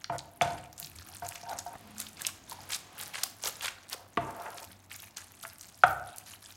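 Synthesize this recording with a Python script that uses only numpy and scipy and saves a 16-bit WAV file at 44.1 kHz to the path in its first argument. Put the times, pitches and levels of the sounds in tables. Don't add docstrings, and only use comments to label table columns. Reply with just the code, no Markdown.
import sys
import numpy as np
from scipy import signal
from scipy.fft import rfft, irfft
from scipy.io import wavfile
from scipy.ndimage import uniform_filter1d

SR = 44100
rng = np.random.default_rng(int(sys.argv[2]) if len(sys.argv) > 2 else 0)


def unload_audio(sound):
    columns = np.transpose(np.atleast_2d(sound))
    steps = np.round(np.clip(columns, -1, 1) * 32767)
    wavfile.write(sys.argv[1], SR, steps.astype(np.int16))


N = 289294
TIME = np.arange(N) / SR

# frequency in Hz, relative strength in dB per Hz.
AIR_COLOUR = [(20, -14), (60, -13), (150, 13.5), (400, -1.5), (700, 13), (1500, 3), (4000, -4.5),
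              (10000, -20), (16000, -6)]
# frequency in Hz, relative strength in dB per Hz.
RUMBLE_COLOUR = [(20, -43), (40, -1), (60, -7.5), (90, 3.5), (130, -7), (200, -3), (350, -7.5), (700, -30),
                 (2000, -75)]
# start in seconds, length in seconds, rumble level in dB.
SHIFTS = [(0.456, 0.11, -51), (0.843, 0.31, -61.5), (1.493, 0.19, -60), (1.854, 0.6, -61.5),
          (4.696, 0.023, -58.5)]
# start in seconds, length in seconds, level in dB, first and last pitch in Hz (before it trembles).
GROANS = [(0.833, .01, -52, 160, 144), (0.95, 0.056, -49, 78, 85.7), (1.092, .2, -55.5, 91, 98),
          (1.832, 0.23, -55.5, 222, 209.3)]
# frequency in Hz, relative strength in dB per Hz.
SAUCE_COLOUR = [(150, -7), (400, -19.5), (800, -5.5), (1400, 3), (2500, 1.5), (4000, 3), (7000, 4.5),
                (11000, 5), (14000, 0.5), (16500, -35)]
# start in seconds, length in seconds, relative level in dB, treble tilt in dB per octave.
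STIRS = [(0.414, 0.039, -46.5, -16), (0.444, 0.16, -53, -7.5), (0.792, 0.033, -47.5, -2.5),
         (0.932, 0.29, -54, -5), (1.252, 0.15, -49.5, -4.5), (1.492, 0.0063, -45, -6),
         (1.575, 0.16, -56, -4.5), (2.562, 0.16, -53.5, -5), (4.27, 0.42, -56, -7.5),
         (4.525, 0.12, -53.5, -2.5), (4.906, 0.11, -49.5, -5), (5.169, 0.0024, -42, -5.5),
         (5.215, 0.44, -59.5, -4.5), (5.418, 0.033, -47.5, 0), (5.633, 0.39, -59, -2),
         (5.862, 0.011, -46.5, 9), (6.058, 0.088, -55.5, -7), (6.16, 0.031, -53, -6),
         (6.263, 0.019, -43.5, -3), (6.419, 0.086, -53, -4)]
# start in seconds, length in seconds, relative level in dB, treble tilt in dB per octave,
# relative level of the settling in dB.
TOSSES = [(1.999, 0.017, -42, -4, -46.5), (2.199, 0.091, -43, -8, -80), (2.52, 0.011, -41.5, -5.5, -54),
          (2.722, 0.037, -35, -5.5, -53), (3.009, 0.012, -50, -7, -42), (3.145, 0.092, -42, -8, -49.5),
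          (3.446, 0.038, -38.5, -4.5, -44), (3.636, 0.05, -37.5, -8.5, -48.5), (3.92, 0.02, -40.5, -6, -85)]
# time in seconds, relative level in dB, pitch in Hz.
SMACKS = [(.044, -21.5, 4200), (.0445, -28.5, 1840), (.1832, -25, 6900), (.192, -24.5, 4200),
          (.4195, -21.5, 6530), (.4215, -19.5, 3380), (.7801, -30.5, 6600), (.8, -22, 12500),
          (.8287, -27.5, 4400), (.8465, -25.5, 4830), (.9874, -31.5, 4400), (1.2892, -21.5, 9000),
          (1.3222, -30, 2270), (1.3567, -31, 2640), (1.494, -30, 4420), (1.5888, -20.5, 7000),
          (1.5918, -22.5, 6100), (1.983, -26, 7000), (2.002, -18, 10000), (2.068, -28.5, 3550),
          (2.219, -20.5, 8300), (2.2505, -18.5, 2820), (2.2678, -11, 7070), (2.498, -28, 10300),
          (2.513, -28.5, 4760), (2.7337, -18, 3930), (2.7468, -17.5, 5500), (2.995, -29, 11700),
          (3.0006, -27.5, 3270), (3.0127, -23.5, 10500), (3.1445, -24, 1890), (3.156, -22, 2150),
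          (3.2344, -13.5, 5150), (3.2364, -12.5, 10400), (3.438, -18, 5750), (3.458, -17, 5140),
          (3.461, -26, 488), (3.473, -17.5, 6750), (3.61, -23.5, 3030), (3.6274, -32, 4370),
          (3.6505, -20.5, 3270), (3.682, -17, 2520), (3.899, -28, 11200), (3.93, -18.5, 4750),
          (3.945, -30.5, 450), (4.173, -17.5, 2720), (4.463, -28.5, 1850), (4.583, -29.5, 3460),
          (4.916, -26.5, 2240), (5.171, -23, 6850), (5.4518, -23.5, 1560), (5.611, -28.5, 6560),
          (6.1844, -24.5, 9000)]
# basic frequency in Hz, relative level in dB, basic time to fade by 60 dB in seconds.
PAN_MODES = [(555, -29.5, 0.26), (536, -4.5, 0.032), (690.9, 3, 0.13), (775, 9.5, 0.017), (903, 1.5, 0.055),
             (896.6, -9.5, 0.16), (1354, -12.5, 0.039), (1503, -8, 0.032), (2290, -24, 0.02),
             (3220, -17, 0.0082)]
# basic frequency in Hz, relative level in dB, basic time to fade by 60 dB in seconds.
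RIM_MODES = [(317.5, -6.5, 0.4), (558, -9.5, 0.35), (694, 1, 0.5), (897, -1.5, 0.59), (992, -11, 0.65),
             (1107, -7.5, 0.27), (1282, -1, 0.14), (1373, -3.5, 0.18), (1470, -12, 0.21), (1630, -7, 0.25),
             (2100, -17, 0.38)]
# frequency in Hz, relative level in dB, time to fade by 60 dB in seconds.
HOB_MODES = [(70, -14, 0.7), (99, -10, 0.48), (134.8, -5, 0.3), (183.6, 11.5, 0.04), (309.7, -5.5, 0.18)]
# time in seconds, pitch ratio.
PAN_PITCH = [(.45, 1.0), (1.3, 1.025), (1.75, 1.025), (3.1, 1.2), (4.2, 1.0), (5.35, .95), (5.85, 1.01)]
# time in seconds, pan ring in relative dB, crack in relative dB, crack pitch in Hz,
# crack time scale in seconds (it peaks after half of it), clatter and thump into the hob in relative dB.
KNOCKS = [(.0974, -27, -27, 940, 0.0035, -29.5, -32.5), (.4124, -15, -13, 2340, 0.00072, -20, -26.5),
          (.4205, -19.5, -26.5, 530, 0.0044, -31, -44), (1.2205, -34, -40, 1510, 0.0056, -52, -42.5),
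          (1.431, -39.5, -65, 900, 0.0025, -49, -46), (1.6615, -31.5, -42, 794, 0.0054, -44, -73),
          (1.738, -61, -40, 840, 0.0033, -46, -67), (1.754, -66, -34, 716, 0.0048, -38.5, -80),
          (2.519, -48, -33, 960, 0.0048, -45, -60), (2.588, -61, -40.5, 840, 0.0035, -64, -47),
          (4.1726, -23.5, -23.5, 1187, 0.0071, -18, -28.5), (5.4365, -46.5, -37.5, 1320, 0.0022, -60, -62),
          (5.836, -18, -4, 1378, 0.0024, -8.5, -30.5), (5.8377, -40, -9, 727, 0.0038, -19, -40)]
# frequency in Hz, relative strength in dB per Hz.
CLATTER_COLOUR = [(100, 8), (250, -5.5), (550, 6.5), (1100, 3), (1800, -4), (2600, -9), (3500, -16.5),
                  (4600, -29), (9000, -34), (16000, -60)]
# time in seconds, relative level in dB.
CLINK = (.4195, -37.5)
# frequency in Hz, relative level in dB, time to fade by 60 dB in seconds.
CLINK_MODES = [(3470, 15, 0.027), (4830, 2, 0.052), (6150, 8, 0.03)]
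# start in seconds, length in seconds, level in dB, share of rasp from 0 to 1.
SCRAPES = [(0.123, 0.042, -37.5, 0.46), (0.462, 0.095, -40.5, 0.06), (0.804, 0.027, -54.5, 0.17),
           (1.094, 0.042, -55, 0), (1.227, 0.022, -43, 0.8), (1.256, 0.02, -45.5, 0.16),
           (1.294, 0.12, -58.5, 0.1), (1.465, 0.033, -42, 0), (1.5, 0.033, -36.5, 0.13),
           (1.531, 0.061, -46.5, 0.44), (1.6, 0.027, -54, 0), (1.7, 0.07, -50.5, 0.1),
           (3.44, 0.055, -43.5, 0.99), (3.925, 0.027, -46, 0.87), (3.956, 0.11, -56.5, 0.6)]
# start in seconds, length in seconds, level in dB.
WASH = (1.7, 2, -59.5)
# frequency in Hz, relative strength in dB per Hz.
WASH_COLOUR = [(40, -45), (150, 4), (400, -3.5), (750, 3.5), (1500, -4.5), (3500, -7), (8000, -15.5),
               (16000, -33)]
# start in seconds, length in seconds, level change in dB.
DROPS = [(1.768, .2, -22)]
# time in seconds, level in dB.
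SWEEP = [(4.175, -77), (4.21, -40), (4.26, -45), (4.295, -41), (4.33, -48.5), (4.41, -45), (4.475, -39.5),
         (4.52, -48.5), (4.625, -49.5), (4.67, -59)]
# frequency in Hz, time to fade by 60 dB in seconds.
ROOM = [(100, 0.79), (400, 0.91), (1000, 0.58), (3000, 0.44), (7000, 0.37), (10000, 0.28), (15000, 0.41)]


def amp(db):
    return 10 ** (np.asarray(db) / 20)


def unit(x):
    return x / np.sqrt(np.mean(x ** 2) + 1e-20)


def read(points, hz):
    f, value = np.transpose(points)
    return np.interp(np.log(hz + 1), np.log(f), value)


def add(mix, s, sound):
    part = mix[max(round(s * SR), 0):][:len(sound)]
    part += sound[:len(part)]


def noise(colour):
    spectrum = rfft(rng.standard_normal(N))
    return unit(irfft(spectrum * amp(read(colour, np.fft.rfftfreq(N, 1 / SR))), N))


def wander(per_s):
    return unit(np.interp(TIME * per_s, np.arange(8192), rng.standard_normal(8192)))


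def stroke(start_s, length_s, db, attack_s, release_s):
    gain = np.zeros(N)
    t = np.arange(max(-10 * attack_s, -start_s), length_s + 10 * release_s, 1 / SR)
    before, after = np.minimum(t, 0), np.maximum(t - length_s, 0)
    add(gain, start_s + t[0], amp(db) * np.exp(before / attack_s - after / release_s))
    return gain


def ring(modes, rise_s):
    t = np.arange(SR) / SR
    swing = np.zeros(SR)
    for k, (hz, db, t60) in enumerate(modes):
        swing += (-1) ** k * amp(db - 60 * t / t60) * np.sin(2 * np.pi * hz * t)
    radiation = signal.butter(2, modes[0][0], "high", fs=SR, output="sos")
    return signal.sosfilt(radiation, swing * (1 - np.exp(-t / rise_s)))


def bent(sound, start_s, wobble=0.0067, wobble_per_s=60):
    at = np.arange(len(sound))
    pitch = np.interp(start_s + at / SR, *np.transpose(PAN_PITCH))
    ratio = pitch * (1 + wobble * wander(wobble_per_s)[:len(at)])
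    return np.interp(np.cumsum(ratio), at, sound, right=0)


def burst(hz, cycles, glide):
    t = np.arange(512) / SR
    age = t * hz / cycles
    pitch = np.minimum(hz * (1 + glide * (1 - np.exp(-age / 2))), SR / 2)
    wave = np.sin(2 * np.pi * np.cumsum(pitch) / SR) * age * np.exp(-age)
    return wave / np.linalg.norm(wave)


def background(air_db=-65, drone_db=-66, drone_hz=99, waver_per_s=16):
    turn = 2 * np.pi * drone_hz * TIME
    drone = wander(waver_per_s) * np.sin(turn) + wander(waver_per_s) * np.cos(turn)
    return amp(air_db) * noise(AIR_COLOUR) + amp(drone_db) * drone


def stove(resting_db=-65, shift_attack_s=0.043, shift_release_s=0.062,
          groan_attack_s=0.015, groan_release_s=0.046, grain_db=2):
    power = amp(resting_db) ** 2
    for row in SHIFTS:
        power = power + stroke(*row, shift_attack_s, shift_release_s) ** 2
    out = np.sqrt(power) * noise(RUMBLE_COLOUR)
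    for s, length, db, first_hz, last_hz in GROANS:
        hz = np.interp(TIME, [s, s + length], [first_hz, last_hz]) + 5 * wander(40)
        groan = amp(grain_db * wander(40.2)) * np.sin(2 * np.pi * np.cumsum(hz) / SR)
        out += stroke(s, length, db, groan_attack_s, groan_release_s) * groan
    return out


def working(idle_db=-65.5, idle_tilt_db=-4, stir_attack_s=0.005, stir_release_s=0.058,
            toss_attack_s=0.02, toss_release_s=0.0087, settling_s=0.097):
    moves = [(*row, stir_attack_s, stir_release_s) for row in STIRS]
    for s, length, db, tilt, settling_db in TOSSES:
        moves.append((s, length, db, tilt, toss_attack_s, toss_release_s))
        moves.append((s, length, settling_db, tilt, toss_attack_s, settling_s))
    power = np.full(N, amp(idle_db) ** 2)
    colour = power * idle_tilt_db
    for s, length, db, tilt, attack_s, release_s in moves:
        part = stroke(s, length, db, attack_s, release_s) ** 2
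        power += part
        colour += part * tilt
    return np.sqrt(power), colour / power


def snapping_films(sliding, tilt_db, idle_per_s=2200, busy_per_s=12000, size_db=6.0,
                   size_rise_db=2.45, lump_db=3.5, lump_per_s=55, count=48):
    per_s, films = idle_per_s + busy_per_s * sliding, np.zeros(N)
    for hz in np.geomspace(500, 15000, count):
        share = np.sqrt(hz / 4000) / count
        at = np.flatnonzero(rng.random(N) < share / SR * per_s)
        uneven_db = size_db + size_rise_db * np.log2(hz / 4000)
        luck = np.minimum(rng.exponential(size=8192)[at % 8192], 3.5)
        size = amp(uneven_db * luck) * (-1) ** at / amp(uneven_db)
        colour = amp(read(SAUCE_COLOUR, hz) + tilt_db[at] * np.log2(hz / 5000))
        snaps = np.zeros(N)
        snaps[at] = size * colour * np.sqrt(hz / share)
        snap = burst(hz, rng.uniform(0.5, 2.0), rng.uniform(0, 0.032))
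        films += signal.oaconvolve(snaps, snap)[:N]
    films /= np.sqrt(abs(uniform_filter1d(films ** 2, size=1500)) + 1e-9)
    return films * unit(amp(lump_db * wander(lump_per_s)))


def bubbling(patch_db, count=4, size=12):
    z = signal.stft(noise(SAUCE_COLOUR), nperseg=256, noverlap=192)[2]
    patches = uniform_filter1d(rng.standard_normal(z.shape), size, 0)
    patches = unit(uniform_filter1d(patches, count, 1))
    return unit(signal.istft(z * amp(patch_db * patches), nperseg=256, noverlap=192)[1][:N])


def squelch(effort, tilt_db, rustle_db=-10, clump_db=3, clump_per_s=170, slide_db=-38, gain_db=-1):
    sliding = effort ** 2 / (effort ** 2 + amp(slide_db) ** 2)
    films = snapping_films(sliding, tilt_db)
    swish = bubbling(3.5)
    heavy = signal.sosfiltfilt(signal.butter(1, 5000, fs=SR, output="sos"), swish)
    swish = heavy * amp(-tilt_db) + (swish - heavy) * amp(tilt_db)
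    clumps = unit(amp(clump_db * wander(clump_per_s)))
    wet = np.sqrt(1 - sliding) * films + np.sqrt(sliding + amp(rustle_db) ** 2) * swish
    return amp(gain_db) * effort * clumps * wet


def small_smacks(effort, per_s=14, at_db=-39, follow=0.97, scatter_db=2, centre_hz=7000, octaves=0.74):
    at = np.flatnonzero(rng.random(N) < per_s / SR)
    size, pitch = rng.standard_normal((N, 2))[at].T
    db = at_db + follow * 20 * np.log10(effort[at] / np.median(effort)) + scatter_db * size
    return list(zip(at / SR, db, np.clip(centre_hz * 2 ** (octaves * pitch), 1500, 14000)))


def smacks(rows, gain_db=10, snap_db=-18, snap_hz=11500, after_db=-11, after_s=0.0026, lead_s=0.0018,
           spread_octaves=0.58, count=8):
    out = np.zeros(N)
    for s, db, hz in rows:
        smack = np.zeros(2048)
        snap = amp(snap_db) * min(hz / 6000, 1) * burst(snap_hz, 0.56, 0)
        add(smack, lead_s, burst(hz, 0.62, 0) + snap)
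        for wait, detune in zip(rng.exponential(after_s, count), rng.standard_normal(count)):
            small_hz = np.clip(hz * 2 ** (spread_octaves * detune), 900, 15000)
            add(smack, wait, amp(after_db) * burst(small_hz, 0.99, 0.12))
        add(out, s - lead_s, amp(db + gain_db) * smack / np.linalg.norm(smack))
    return out


def nudged(food):
    body, times = ring(PAN_MODES, 0.00096), np.transpose(PAN_PITCH)[0]
    body = body[:SR // 4] / abs(rfft(body)).max()
    out = np.zeros(N)
    for s, share in zip(times, np.eye(len(times))):
        out += signal.oaconvolve(food * np.interp(TIME, times, share), bent(body, s))[:N]
    return out


def knocks(rim_db=-23, clatter_rise_s=0.00042, clatter_s=0.0052, corner_hz=1200, corner_db=4.0):
    out, t, rattle = np.zeros(N), np.arange(SR) / SR, noise(CLATTER_COLOUR)
    pan = ring(PAN_MODES, 0.0058) + amp(rim_db) * ring(RIM_MODES, 0.00273)
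    hob = ring(HOB_MODES, 0.021)
    for k, (s, ring_db, crack_db, hz, crack_s, clatter_db, thump_db) in enumerate(KNOCKS):
        age = t / crack_s
        crack = 2 * age * np.exp(1 - 2 * age) * np.sin(2 * np.pi * hz * t)
        low_hz = np.clip(corner_hz * 2 ** ((crack_db + 12.0) / corner_db), 60, 1150)
        clatter = np.roll(rattle, k * N // len(KNOCKS))[:SR]
        clatter = clatter * np.minimum(t / clatter_rise_s, 1) * np.exp(-t / clatter_s)
        clatter = signal.sosfilt(signal.butter(4, low_hz, "high", fs=SR, output="sos"), clatter)
        blow = amp(ring_db) * bent(pan, s) + amp(crack_db) * crack
        add(out, s, blow + amp(clatter_db) * clatter + amp(thump_db) * hob)
    add(out, CLINK[0], amp(CLINK[1]) * ring(CLINK_MODES, 0.00076))
    return out


def scrapes(slips_per_s=1500, size_db=1.5, bright_db=7.0, damping=0.99, low_hz=450, high_hz=1900,
            hiss_db=-17, attack_s=0.003, release_s=0.0014):
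    slips = (rng.random(N) < slips_per_s / SR) * amp(size_db * rng.standard_normal(N))
    modes = [(hz, db + bright_db * np.log2(hz / 700), t60 / damping) for hz, db, t60 in PAN_MODES]
    judder = bent(unit(signal.oaconvolve(slips, ring(modes, 0.005))[:N]), 0)
    rasp = noise(CLATTER_COLOUR) * uniform_filter1d(slips, size=120)
    band = signal.butter(2, [low_hz, high_hz], "band", fs=SR, output="sos")
    rasp = unit(signal.sosfilt(band, rasp)) + amp(hiss_db) * noise(SAUCE_COLOUR)
    out = np.zeros(N)
    for s, length, db, share in SCRAPES:
        share = np.clip(share, 0, 1)
        rub = np.sqrt(1 - share) * judder + np.sqrt(share) * rasp
        out += stroke(s, length, db, attack_s, release_s) * rub
    return out


def soft_wash(attack_s=0.32, release_s=0.056, sway_db=2.5, sway_per_s=9):
    return stroke(*WASH, attack_s, release_s) * noise(WASH_COLOUR) * amp(sway_db * wander(sway_per_s))


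def level_drop(attack_s=0.0026, release_s=0.039):
    return amp(sum(db * stroke(s, length, 0, attack_s, release_s) for s, length, db in DROPS))


def sweep(damping=2.3, rasp_db=-3, hiss_db=-17, low_hz=420, high_hz=2400, grabs_per_s=260, grain_db=2):
    wall = ring([(hz, db, t60 / damping) for hz, db, t60 in RIM_MODES], 0.001)
    grip = amp(grain_db * wander(grabs_per_s))
    song = unit(signal.oaconvolve(grip * rng.standard_normal(N), wall)[:N])
    band = signal.butter(2, [low_hz, high_hz], "band", fs=SR, output="sos")
    rasp = unit(grip * signal.sosfilt(band, noise(CLATTER_COLOUR)))
    rub = unit(song + amp(rasp_db) * rasp + amp(hiss_db) * noise(SAUCE_COLOUR))
    return amp(np.interp(TIME, *np.transpose(SWEEP), left=-np.inf, right=-np.inf)) * rub


def kitchen(x, first_s=0.0023, count=3):
    out = np.zeros(N)
    for k in range(count):
        taps = rng.choice([-1., 1.], SR) * (rng.random(SR) < 1 / 8) * (np.arange(SR) > first_s * SR)
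        hz, t, z = signal.stft(taps, SR, nperseg=256)
        fade = amp(-60 * t / read(ROOM, hz)[:, None])
        tail = signal.istft(z * fade, SR, nperseg=256)[1]
        share = np.sqrt(2 / count) * np.cos(np.pi * (2 * TIME + k / count))
        out += signal.fftconvolve(x * share, tail / np.linalg.norm(tail))[:N]
    return out


def scene(food_room_db=-11.0, knock_room_db=-9, rub_room_db=-12, coupling_db=-2):
    effort, tilt_db = working()
    food = squelch(effort, tilt_db) + smacks(list(SMACKS) + small_smacks(effort)) + soft_wash()
    food += amp(coupling_db) * nudged(food)
    blows, rubs = knocks(), scrapes() + sweep()
    pan = blows + rubs + kitchen(amp(knock_room_db) * blows + amp(rub_room_db) * rubs)
    food_echo = amp(food_room_db) * kitchen(food)
    return (food + food_echo + level_drop() * pan + stove() + background())[None]


def record(dry, low_hz=38, high_hz=16200):
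    dry = signal.sosfilt(signal.butter(2, low_hz, "high", fs=SR, output="sos"), dry)
    treble_cut = signal.firwin(255, high_hz, window=("kaiser", 9), fs=SR)
    return signal.oaconvolve(dry, treble_cut[None], "same")


dry = scene()
out = record(dry)
unload_audio(out)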